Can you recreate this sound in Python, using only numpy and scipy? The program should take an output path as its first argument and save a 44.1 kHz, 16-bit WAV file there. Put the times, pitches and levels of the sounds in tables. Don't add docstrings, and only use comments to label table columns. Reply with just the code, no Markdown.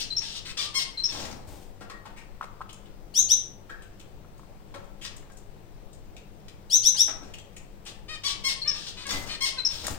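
import sys
import numpy as np
from scipy import signal
from scipy.fft import rfft, irfft
from scipy.io import wavfile
from scipy.ndimage import uniform_filter1d

SR = 44100
rng = np.random.default_rng(int(sys.argv[2]) if len(sys.argv) > 2 else 0)


def gain_from_db(level_db):
    decades = np.asarray(level_db, float) / 20
    return 10 ** decades


def bounce(signal):
    frames = np.transpose(np.atleast_2d(signal))
    limited = np.clip(frames, -1, 1)
    pcm = np.round(limited * 32767).astype(np.int16)
    wavfile.write(sys.argv[1], SR, pcm)


N = 440109

# (frequency [Hz], density [dB per Hz])
AIR = [(12, -36), (20, 5.5), (32, -6), (146, -16.5), (172, -13.5), (198, -22.5), (319, -13.5), (367, -15),
       (558, -16.5), (642, -20), (718, -18.5), (1190, -26.5), (1530, -29), (9140, -39), (16000, -32)]
AIR_DB = -48.5
# (frequency [Hz], rms level [dB])
HUM = [(100, -61), (145, -62.5), (199, -61.5)]
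# (frequency [Hz], left-right likeness [-1 to 1])
LIKENESS = [(60, -0.085), (240, 0.93), (950, -0.032), (3770, 0.15), (15000, -1.2)]
# (frequency [Hz], t60 [s])
ROOM_T60 = [(200, 1), (1500, 0.61), (4000, 0.34), (6500, 0.33), (8700, 0.34), (11000, 0.24), (15000, 0.085)]
# (delay [s], level [dB], sign always positive)
WALLS = [(.0031, 6.5), (.0058, -6.5), (.0094, -13.5), (0.014, 4), (0.022, -23)]
# (frequency [Hz], level [dB])
PORTS = [(60, 6), (180, 8), (550, 5), (1650, 6.5), (4970, 6), (15000, 11)]
# (frequency [Hz], gain [dB])
MICROPHONE = [(20, 5), (7000, 1.5), (8700, 3), (10300, -6), (12000, -4), (15000, -0.5)]
EDGE_HZ = 15850

# (time [s], effort [dB], pitch [Hz], roughness [0-1])
OPEN_BUZZES = [
    (-.06, -31.5, 1092, 0.84),
    (.739, -33, 1080, 0.3),
    (8.436, -32.5, 1080, 0.3),
    (9.403, -32.5, 1078, 0.3),
]
DRAWLS = [
    (0.207, -43, 900, 1.1),
    (1.078, -44.5, 900, 0.83),
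    (8.734, -45, 900, 1.1),
    (9.689, -45, 900, 1.2),
]
SLIDES = [
    (0.349, -39.5, 1360, 0.16),
    (8.865, -38.5, 1296, 0.67),
]
BUZZES = [
    (0.568, -34, 1186, 1),
    (8.233, -33, 1133, 0.6),
    (9.084, -40.5, 1166, 0.47),
]
MUTTERS = [
    (5.04, -46, 581, 1),
    (7.858, -48, 848, 1),
]
OPEN_BUZZ, DRAWL, SLIDE = (0.047, 0.048), (0.027, 0.16), (0.0035, 0.03)
BUZZ, MUTTER = (0.038, 0.058), (0.021, 0.025)
# (frequency [Hz], gain [dB])
BUZZ_THROAT = [(500, -17.5), (1100, -8.5), (2200, -6.5), (3400, 1), (4500, 0.5), (5700, -2.5),
               (7200, -11.5), (8800, -13), (11000, -23), (15500, -23)]
# (frequency [Hz], gain [dB])
OPEN_THROAT = [(500, -8), (1100, -14), (2150, -5.5), (3250, -3.5), (4300, -1.5), (5400, 0.5), (7200, -15.5),
               (8700, -11.5), (11000, -20), (15500, -21)]
BUZZ_SWELL_DB, BUZZ_SWELL_S = -7, 0.011
BUZZ_SINK_DB, LOW_SINK_DB = -7.5, -9

# (time [s], peak level [dB], pitch [Hz], length [s])
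WHISTLES = [
    (0.103, -33, 4010, 0.03),
    (0.165, -26.5, 5260, 0.023),
    (0.972, -33, 4034, 0.035),
    (1.036, -24.5, 5210, 0.023),
    (8.617, -29.5, 4080, 0.011),
    (8.676, -22, 5113, 0.014),
    (9.582, -31, 3976, 0.024),
    (9.649, -21.5, 5138, 0.015),
]
FLICK_FROM_HZ, FLICK_SHARE, FLICK_BEND = 3600, 1, 2.4

# (time [s], effort [dB], top pitch [Hz], length [s], tilt as the beak opens [dB per octave])
STACKS = [
    (0.444, -51.5, 521, 0.086, 3),
    (8.076, -46, 633, 0.1, 0),
    (8.649, -45.5, 615.4, 0.084, -3.5),
    (8.959, -50.5, 512.4, 0.097, 1),
    (9.051, -46, 590, 0.031, -3.5),
    (9.279, -44.5, 624, 0.092, 1.1),
    (9.569, -47, 546, 0.037, -5),
]
# (frequency [Hz], gain [dB])
STACK_THROAT = [(550, -20.5), (1200, -2), (1800, -2), (2500, 0.5), (4300, 1.5), (5600, -7), (7000, -14),
                (8800, -12.5), (10000, -26), (12000, -23)]
STACK_SAG, SAG_PER_DB = 0.088, -0.028
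BREATH, BREATH_PER_DB = 0.29, 0.4

# (time [s], length [s], rustle [dB], thrown air [dB], body of the beat [dB])
WINGS = [(1.105, 0.24, -47.5, -47.5, -46), (1.172, 0.31, -54.5, -46.5, -46), (1.46, 0.28, -73, -47, -55),
         (5.039, 0.029, -43.5, -53, -66), (7.08, 0.055, -48, -70.5, -52), (7.204, 0.16, -64.5, -71, -51.5),
         (9.07, 0.12, -40, -54, -44), (9.115, 0.21, -54, -36, -45), (9.261, 0.062, -48, -59, -47.5),
         (9.694, 0.32, -54, -44.5, -58), (9.829, 0.1, -47, -47, -44.5), (9.892, 0.102, -68, -35, -44.5)]
# (frequency [Hz], density [dB per Hz])
FEATHER = [(590, -51), (1000, -4.5), (2360, -7), (2560, -5), (3270, -6), (5020, -3.5), (5440, -1),
           (10800, -18), (16000, -21)]
SPREAD, FOLD_DB = 0.1, -25.5
BEATS_PER_S, BEAT_DB = 22, 1

# (time [s], peak level [dB], ring [Hz], brightness [dB])
THUDS = [(1.143, -39, 780, -5), (1.808, -49, 1050, 12), (1.81, -40.5, 524, -20), (1.898, -41.5, 1070, 11),
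         (2.053, -41, 900, -23), (3.694, -41.5, 1410, -28), (4.74, -40.5, 783, -20),
         (6.946, -43.5, 960, 17), (7.079, -34, 840, -9), (7.223, -52.5, 720, -20), (7.283, -53.5, 815, -10),
         (7.86, -48, 1003, -21)]
THUD_SHARP, THUD_T60_S = 0.32, 0.095
# (time [s], peak level [dB], ring [Hz], brightness [dB], sharpness [0-1])
KNOCKS = [(2.41, -29, 1075, -42, 0.7), (2.423, -37, 1150, -31.5, 0.7), (2.427, -33, 1180, -24, 0.33),
          (2.439, -33, 710, -26.5, 0.33), (2.606, -39, 920, -48, 0.84), (2.613, -33, 1076, -39, 0.7),
          (2.617, -35, 1150, -25, 0.6), (4.246, -52, 1123, -21.5, 0.6), (4.394, -47.5, 900, -27, 0.44),
          (4.432, -50, 1030, -25, 0.5), (5.226, -48.5, 1550, -16, 0.14), (5.273, -58, 825, -14, 1),
          (5.299, -44, 824, -30.5, 0.27), (9.866, -38, 1580, -15, 0.73), (9.879, -26.5, 710, -11, 0.15)]
KNOCK_T60_S = 0.031

# (time [s], peak level [dB], ring [Hz], top ring [dB])
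TICKS = [(1.471, -61, 5380, 13), (1.624, -47.5, 3160, -4), (1.898, -41, 4120, -49), (2.438, -43, 2280, -31),
         (2.6917, -34.5, 2960, -21), (2.728, -48.5, 2760, 4.5), (2.855, -45.5, 3070, -29),
         (3.821, -39, 2850, -8), (3.9969, -38, 3070, -6), (4.3792, -64, 2760, 9), (4.741, -40, 3720, -24),
         (4.8418, -56, 2400, -4), (5.1632, -58, 3340, 16.5), (5.3191, -58, 2260, 8.5),
         (5.369, -59, 2560, 14.5), (5.9304, -58, 3660, 9.5), (6.1646, -36, 2900, -20),
         (6.399, -58, 5260, -21), (6.4825, -42.5, 3050, -15), (7.337, -34, 2860, -11.5),
         (7.3834, -42.5, 3200, -5), (7.529, -53.5, 2450, -10.5), (7.564, -37, 2620, -2),
         (7.6412, -63, 2350, -9.5)]
# (time [s], peak level [dB], ring [Hz], top ring [dB])
SCRAPES = [
    (2.1603, -40.5, 2300, -22),
    (5.012, -36, 3050, -12),
    (7.85, -38.5, 2910, -5.5),
]
# (time [s], peak level [dB], ring [Hz], top ring [dB])
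SNAPS = [
    (9.0676, -27, 5060, 3),
    (9.155, -32, 3340, -1),
    (9.218, -27.5, 3300, -6),
    (9.868, -25, 2290, 13),
    (9.882, -28, 5100, 0),
]
TICK_T60_S, SCRAPE_T60_S, SNAP_T60_S = 0.038, 0.19, 0.007
# (time [s], level [dB], frequency [Hz], t60 [s])
WIRES = [(3.699, -48, 1800, 0.27), (3.698, -46, 1547, 0.15), (3.7, -48, 1660, .2), (3.7, -52, 500, 0.24),
         (4.746, -48, 554, 0.22), (4.751, -47, 345, 0.1), (4.744, -50, 1330, 0.2), (4.752, -48, 1060, 0.08),
         (7.079, -38, 1313, 0.12), (7.389, -55, 3220, 0.2), (9.086, -37, 2045, 0.6), (1.9, -54, 1880, .35),
         (1.899, -52, 4350, .08), (2.172, -51, 1850, .06), (5.3, -54, 1600, .15)]

# (time [s], peak effort [dB], length [s], upper voice knee [Hz], lower voice top [Hz])
CHIRPS = [
    (3.137, -18.5, 0.081, 5130, 4080),
    (3.285, -12.5, 0.056, 5287, 4060),
    (6.696, -16.5, 0.078, 4966, 4100),
    (6.827, -14, 0.069, 5034, 4094),
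    (6.96, -15, 0.075, 4723, 3956),
]
# (multiples of upper and lower voice, level [dB])
MIXES = [
    ("1 0", 0),
    ("0 1", -13.5),
    ("0 2", -25),
    ("2 -1", -25),
    ("1 1", -30.5),
    ("2 0", -15),
    ("1 -1", -52),
]
# (frequency [Hz], gain [dB])
CHIRP_BEAK = [(2500, -4), (3200, 0), (3450, -1.5), (3750, -2), (4400, -6), (5200, -7), (5700, -1.5),
              (6600, 3), (7600, 0), (9500, -1.5), (12000, 0)]
SCOOP_HZ, SCOOP_S, CLIMB_HZ_PER_S = 1417, 0.0085, 20000
LOW_START, LOW_SCOOP_HZ, LOW_SAG, LOW_FADE_DB = 0.73, 346, 0.035, -15.5
TURN, CATCH_AT = 0.81, 0.87
SWELL_DB, SWELL_S, CATCH_DB, CATCH_S, CLOSE_DB = -26.5, 0.021, -14, 0.006, -3.5


def evened(x):
    return x / np.sqrt(np.mean(x ** 2) + 1e-20)


def read(points, hz):
    f, value = np.transpose(points)
    return np.interp(np.log(hz + 1), np.log(f + 1), value)


def add(mix, s, sound):
    at = round(s * SR)
    part = mix[max(at, 0):][:len(sound) + min(at, 0)]
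    part += sound[max(-at, 0):][:len(part)]


def chance(size):
    return rng.standard_normal(max(size, 30000))[:size]


def wobble(size, hz):
    width = int(SR / hz)
    return evened(uniform_filter1d(uniform_filter1d(chance(size), width), width))


def coloured(x, points):
    hz = np.fft.rfftfreq(x.shape[-1], 1 / SR)
    return irfft(rfft(x) * gain_from_db(read(points, hz)), x.shape[-1])


def ring(hz, width_hz, noise):
    r = np.exp(-np.pi * width_hz / SR)
    poles = [1, -2 * r * np.cos(2 * np.pi * hz / SR), r * r]
    return evened(signal.lfilter([1, 0, -1], poles, noise))


def harmonics(hz, throat, uneven_db, count):
    turns = np.cumsum(hz) / SR
    k = np.arange(1, count)[:, None]
    gain_db = read(throat, k * hz) + uneven_db * rng.standard_normal(k.shape)
    gain = gain_from_db(gain_db) * (k * hz < EDGE_HZ)
    phase = k * turns + rng.random(k.shape)
    return evened((gain * np.cos(2 * np.pi * phase)).sum(0))


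def air():
    frames, hz = N // 512 + 5, np.fft.rfftfreq(2048, 1 / SR)
    a, b, c, d, patches = rng.standard_normal((frames, 1025, 5)).T
    patches = evened(uniform_filter1d(uniform_filter1d(patches, 30, 0), 8, 1))
    same = np.clip(read(LIKENESS, hz), -1, 1)[:, None]
    left = a + 1j * b
    right = same * left + np.sqrt(1 - same ** 2) * (c + 1j * d)
    z = np.array([left, right]) * gain_from_db(read(AIR, hz)[:, None] + 0.86 * patches)
    hiss = gain_from_db(AIR_DB) * evened(signal.istft(z, nperseg=2048, noverlap=1536)[1][:, :N])
    return hiss + sum(gain_from_db(db) * ring(f, 7.4, rng.standard_normal(N)) for f, db in HUM)


def room():
    taps = np.zeros((2, SR))
    slots = np.arange(300, SR - 20, 12)
    at = slots + rng.integers(0, 12, (2, len(slots)))
    np.put_along_axis(taps, at, rng.choice([-1., 1.], at.shape), 1)
    hz, t, z = signal.stft(taps, SR, nperseg=256)
    decay = gain_from_db(-60 * t / read(ROOM_T60, hz)[:, None])
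    tail = signal.istft(z * decay, SR, nperseg=256)[1]
    tail = gain_from_db(8.0) * tail / np.linalg.norm(tail[0])
    for s, db in WALLS:
        tail[[0, 1], round(s * SR) + rng.integers(0, 30, 2)] += gain_from_db(db)
    return tail


def buzz(s, effort_db, hz, hold_s, fall_s, rough, throat):
    t = np.arange(0, hold_s + fall_s, 1 / SR)
    down = np.clip((t - hold_s) / fall_s, 0, 1)
    start = np.exp(-(t / BUZZ_SWELL_S) ** 2)
    pitch = hz * (1 - 0.0926 * np.exp(-t / 0.00613)) * (1 - 0.5 * down ** 0.8)
    pitch = pitch * (1 + (0.0099 + 0.0063 * rough * down) * wobble(len(t), hz=493))
    breath = evened(coloured(chance(len(t)), throat))
    share = np.clip(rough * (0.35 + 0.5 * down + start), 0, 1)
    voice = (1 - share) * harmonics(pitch, throat, uneven_db=-0.5, count=28) + share * breath
    low = coloured(voice, [(2500, 0), (3100, -40)])
    voice = voice - low * (1 - gain_from_db(LOW_SINK_DB * np.minimum(4 * down, 1)))
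    effort = gain_from_db(effort_db + BUZZ_SINK_DB * down + BUZZ_SWELL_DB * start)
    return s, effort * voice * (1 - np.exp(-t / 0.00045)) * signal.windows.tukey(len(t), 0.12)


def whistle(s, db, hz, length_s):
    t = np.arange(0, length_s, 1 / SR)
    closing = (t / length_s) ** FLICK_BEND
    pitch = hz * (1 + 0.078 * np.exp(-t / 0.0034)) + FLICK_SHARE * (hz - FLICK_FROM_HZ) * closing
    phase = 2 * np.pi * np.cumsum(pitch) / SR
    breath = evened(coloured(chance(len(t)), BUZZ_THROAT))
    tone = gain_from_db(-22 * closing) * (np.sin(phase) + 0.041 * np.sin(2 * phase)) + 0.045 * breath
    return s, gain_from_db(db) * tone * signal.windows.tukey(len(t), 0.2)


def stack(s, effort_db, hz, length_s, tilt_db):
    t = np.arange(0, length_s, 1 / SR)
    throat = [(f, db + tilt_db * np.log2(f / 2000)) for f, db in STACK_THROAT]
    sag = (STACK_SAG + SAG_PER_DB * tilt_db) * (t / length_s) ** 3.65
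    pitch = hz * (1 - 0.0963 * np.exp(-t / 0.01625) - sag)
    pitch = pitch * (1 + 0.0065 * wobble(len(t), hz=302))
    voice = harmonics(pitch, throat, uneven_db=1.5, count=20)
    breath = evened(coloured(chance(len(t)), throat))
    voice = voice + max(BREATH + BREATH_PER_DB * tilt_db, 0) * breath
    return s, gain_from_db(effort_db) * voice * signal.windows.tukey(len(t), 0.45)


def wings():
    rustle, gust = np.zeros(N), np.zeros((2, N))
    for s, length_s, rustle_db, air_db, body_db in WINGS:
        t = np.arange(0, length_s, 1 / SR)
        u, size = t / length_s, len(t)
        fade = np.minimum(u / SPREAD, 1) * np.minimum((1 - u) / 0.095, 1)
        fade = fade * gain_from_db(FOLD_DB * np.maximum(u - SPREAD, 0) ** 2)
        fade = fade * gain_from_db(-BEAT_DB * np.cos(2 * np.pi * BEATS_PER_S * t))
        noise = [chance(size) for _ in range(4)]
        grains = evened(coloured(noise[0] * gain_from_db(7.9 * wobble(size, hz=412)), FEATHER))
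        beat = evened(coloured(noise[1], [(60, -14.0), (200, -6.5), (900, -9.0), (2500, -48.0)]))
        add(rustle, s, fade * (gain_from_db(rustle_db + 5.0) * grains + gain_from_db(body_db - 4.0) * beat))
        for port in range(2):
            puff = noise[1] + 0.66 * noise[2 + port]
            puff = evened(coloured(puff, [(8, -4.0), (25, -15.0), (90, -14.0), (300, -37.0)]))
            add(gust[port], s, fade * gain_from_db(air_db) * puff)
    return rustle, gust


def knock(s, db, hz, bright_db, sharp, t60_s):
    t, noise = np.arange(6000) / SR, rng.standard_normal(6000)
    blow = np.sin(2 * np.pi * 1.1 * hz * t) * np.exp(-((t - 0.002) / 0.001) ** 2)
    body = 0.32 * ring(hz, 574, noise) + 0.18 * ring(950, 1355, noise)
    body = body * gain_from_db(-60 * t / t60_s) * (1 - np.exp(-t / 0.0033))
    crack = gain_from_db(bright_db - 21.5) * ring(3200, 2700, noise[::-1]) * gain_from_db(-60 * t / 0.031)
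    return s, gain_from_db(db + 9.5) * (sharp * blow + (1.05 - sharp) * body + crack)


def tick(s, db, hz, top_db, t60_s):
    t, noise = np.arange(5000) / SR, rng.standard_normal(5000)
    rings = ring(hz, 700, noise) + 0.328 * ring(4500, 3900, noise)
    rings = rings + gain_from_db(top_db + 5.0) * ring(7180, 3170, noise[::-1])
    slips = gain_from_db(db - 5 - 60 * t / t60_s + 3 * wobble(5000, hz=400))
    return s, slips * rings * (1 - np.exp(-t / (0.04 * t60_s)))


def twang(s, db, hz, t60_s):
    t = np.arange(SR // 2) / SR
    level = gain_from_db(db - 60 * t / t60_s + 5 * wobble(len(t), hz=80))
    return s, level * np.sin(2 * np.pi * hz * t) * (1 - np.exp(-t / 0.003))


def chirp(s, peak_db, length_s, knee_hz, top_hz):
    t = np.arange(0, length_s, 1 / SR)
    u = t / length_s
    before = np.minimum(u / TURN - 1, 0)
    after = np.maximum(u / TURN - 1, 0) / (1 - TURN)
    upper_hz = knee_hz + CLIMB_HZ_PER_S * t - SCOOP_HZ * np.exp(-t / SCOOP_S)
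    lower_hz = top_hz * (1 + (1 - LOW_START) * before - LOW_SAG * after)
    lower_hz = lower_hz - LOW_SCOOP_HZ * np.exp(-t / SCOOP_S)
    pitches = np.array([upper_hz, lower_hz])
    phases = []
    for pitch in pitches:
        unsteady = uniform_filter1d(pitch, 120) * (1 + 0.00063 * wobble(len(t), hz=900))
        phases.append(2 * np.pi * np.cumsum(unsteady) / SR)

    catch = np.exp(-((t - CATCH_AT * length_s) / CATCH_S) ** 2)
    effort_db = peak_db + SWELL_DB * np.exp(-t / SWELL_S) + CATCH_DB * catch + CLOSE_DB * u ** 12
    weak_db = -0.12 * (effort_db + 14)
    coupling_db = -np.clip(t - length_s + 0.025, 0, 1) * 2500
    tone = 0
    for multiples, db in MIXES:
        k = np.array(multiples.split(), float)
        level_db = db + read(CHIRP_BEAK, abs(k @ pitches)) + 0.47 * wobble(len(t), hz=150)
        if k[0] == 0:
            level_db = level_db + LOW_FADE_DB * after
        if abs(k).sum() > 1:
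            level_db = level_db + weak_db + coupling_db
        tone = tone + gain_from_db(level_db) * np.cos(k @ phases)
    breath = coloured(chance(len(t)), [(1500, -24.0), (3000, -7.5), (6500, -15.0), (9000, -4), (16000, -8.0)])
    voice = tone + gain_from_db(2.9 * weak_db - 26.5) * evened(breath)
    return s, gain_from_db(effort_db) * voice * signal.windows.tukey(len(t), 0.14)


def scene():
    floor, echoes = air(), room()
    rustle, gust = wings()
    singer, beamed, near, mate, tray = np.zeros((5, N))
    cage = rustle.copy()
    for table, timing, throat in ((OPEN_BUZZES, OPEN_BUZZ, OPEN_THROAT), (DRAWLS, DRAWL, BUZZ_THROAT),
                                  (SLIDES, SLIDE, BUZZ_THROAT), (BUZZES, BUZZ, BUZZ_THROAT),
                                  (MUTTERS, MUTTER, BUZZ_THROAT)):
        for s, db, hz, rough in table:
            add(singer, *buzz(s, db, hz, *timing, rough, throat))
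    for make, table, shared, mix in ((whistle, WHISTLES, (), beamed), (stack, STACKS, (), mate),
                                     (knock, THUDS, (THUD_SHARP, THUD_T60_S), cage),
                                     (knock, KNOCKS, (KNOCK_T60_S,), tray),
                                     (tick, TICKS, (TICK_T60_S,), cage),
                                     (tick, SCRAPES, (SCRAPE_T60_S,), cage),
                                     (tick, SNAPS, (SNAP_T60_S,), cage),
                                     (twang, WIRES, (), cage), (chirp, CHIRPS, (), near)):
        for row in table:
            add(mix, *make(*row, *shared))
    aside = gain_from_db(6.0) * singer + gain_from_db(7) * mate + cage + gain_from_db(1.5) * tray
    aside = np.array([aside, np.roll(aside, shift=4)])
    ahead = gain_from_db(3.0) * beamed + gain_from_db(4) * near
    wet = gain_from_db(-3.0) * singer + gain_from_db(-1.5) * beamed + gain_from_db(-3) * near
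    wet = wet + gain_from_db(-8) * mate + gain_from_db(-9.5) * cage + gain_from_db(-18.0) * tray
    reverb = signal.fftconvolve(wet[None], echoes, axes=1)[:, :N]
    return aside + ahead + reverb + gust + floor


def top_cut(x):
    return signal.sosfilt(signal.butter(12, 16500, fs=SR, output="sos"), x)


def record(dry):
    right = coloured(dry[1], [(f, -db) for f, db in PORTS])
    ports = coloured(np.array([dry[0], right]), MICROPHONE)
    low_pass = signal.firwin(801, EDGE_HZ, window="blackman", fs=SR)
    ports = signal.oaconvolve(ports, low_pass[None], "same")
    return top_cut(ports)


dry = scene()
out = record(dry)
bounce(out)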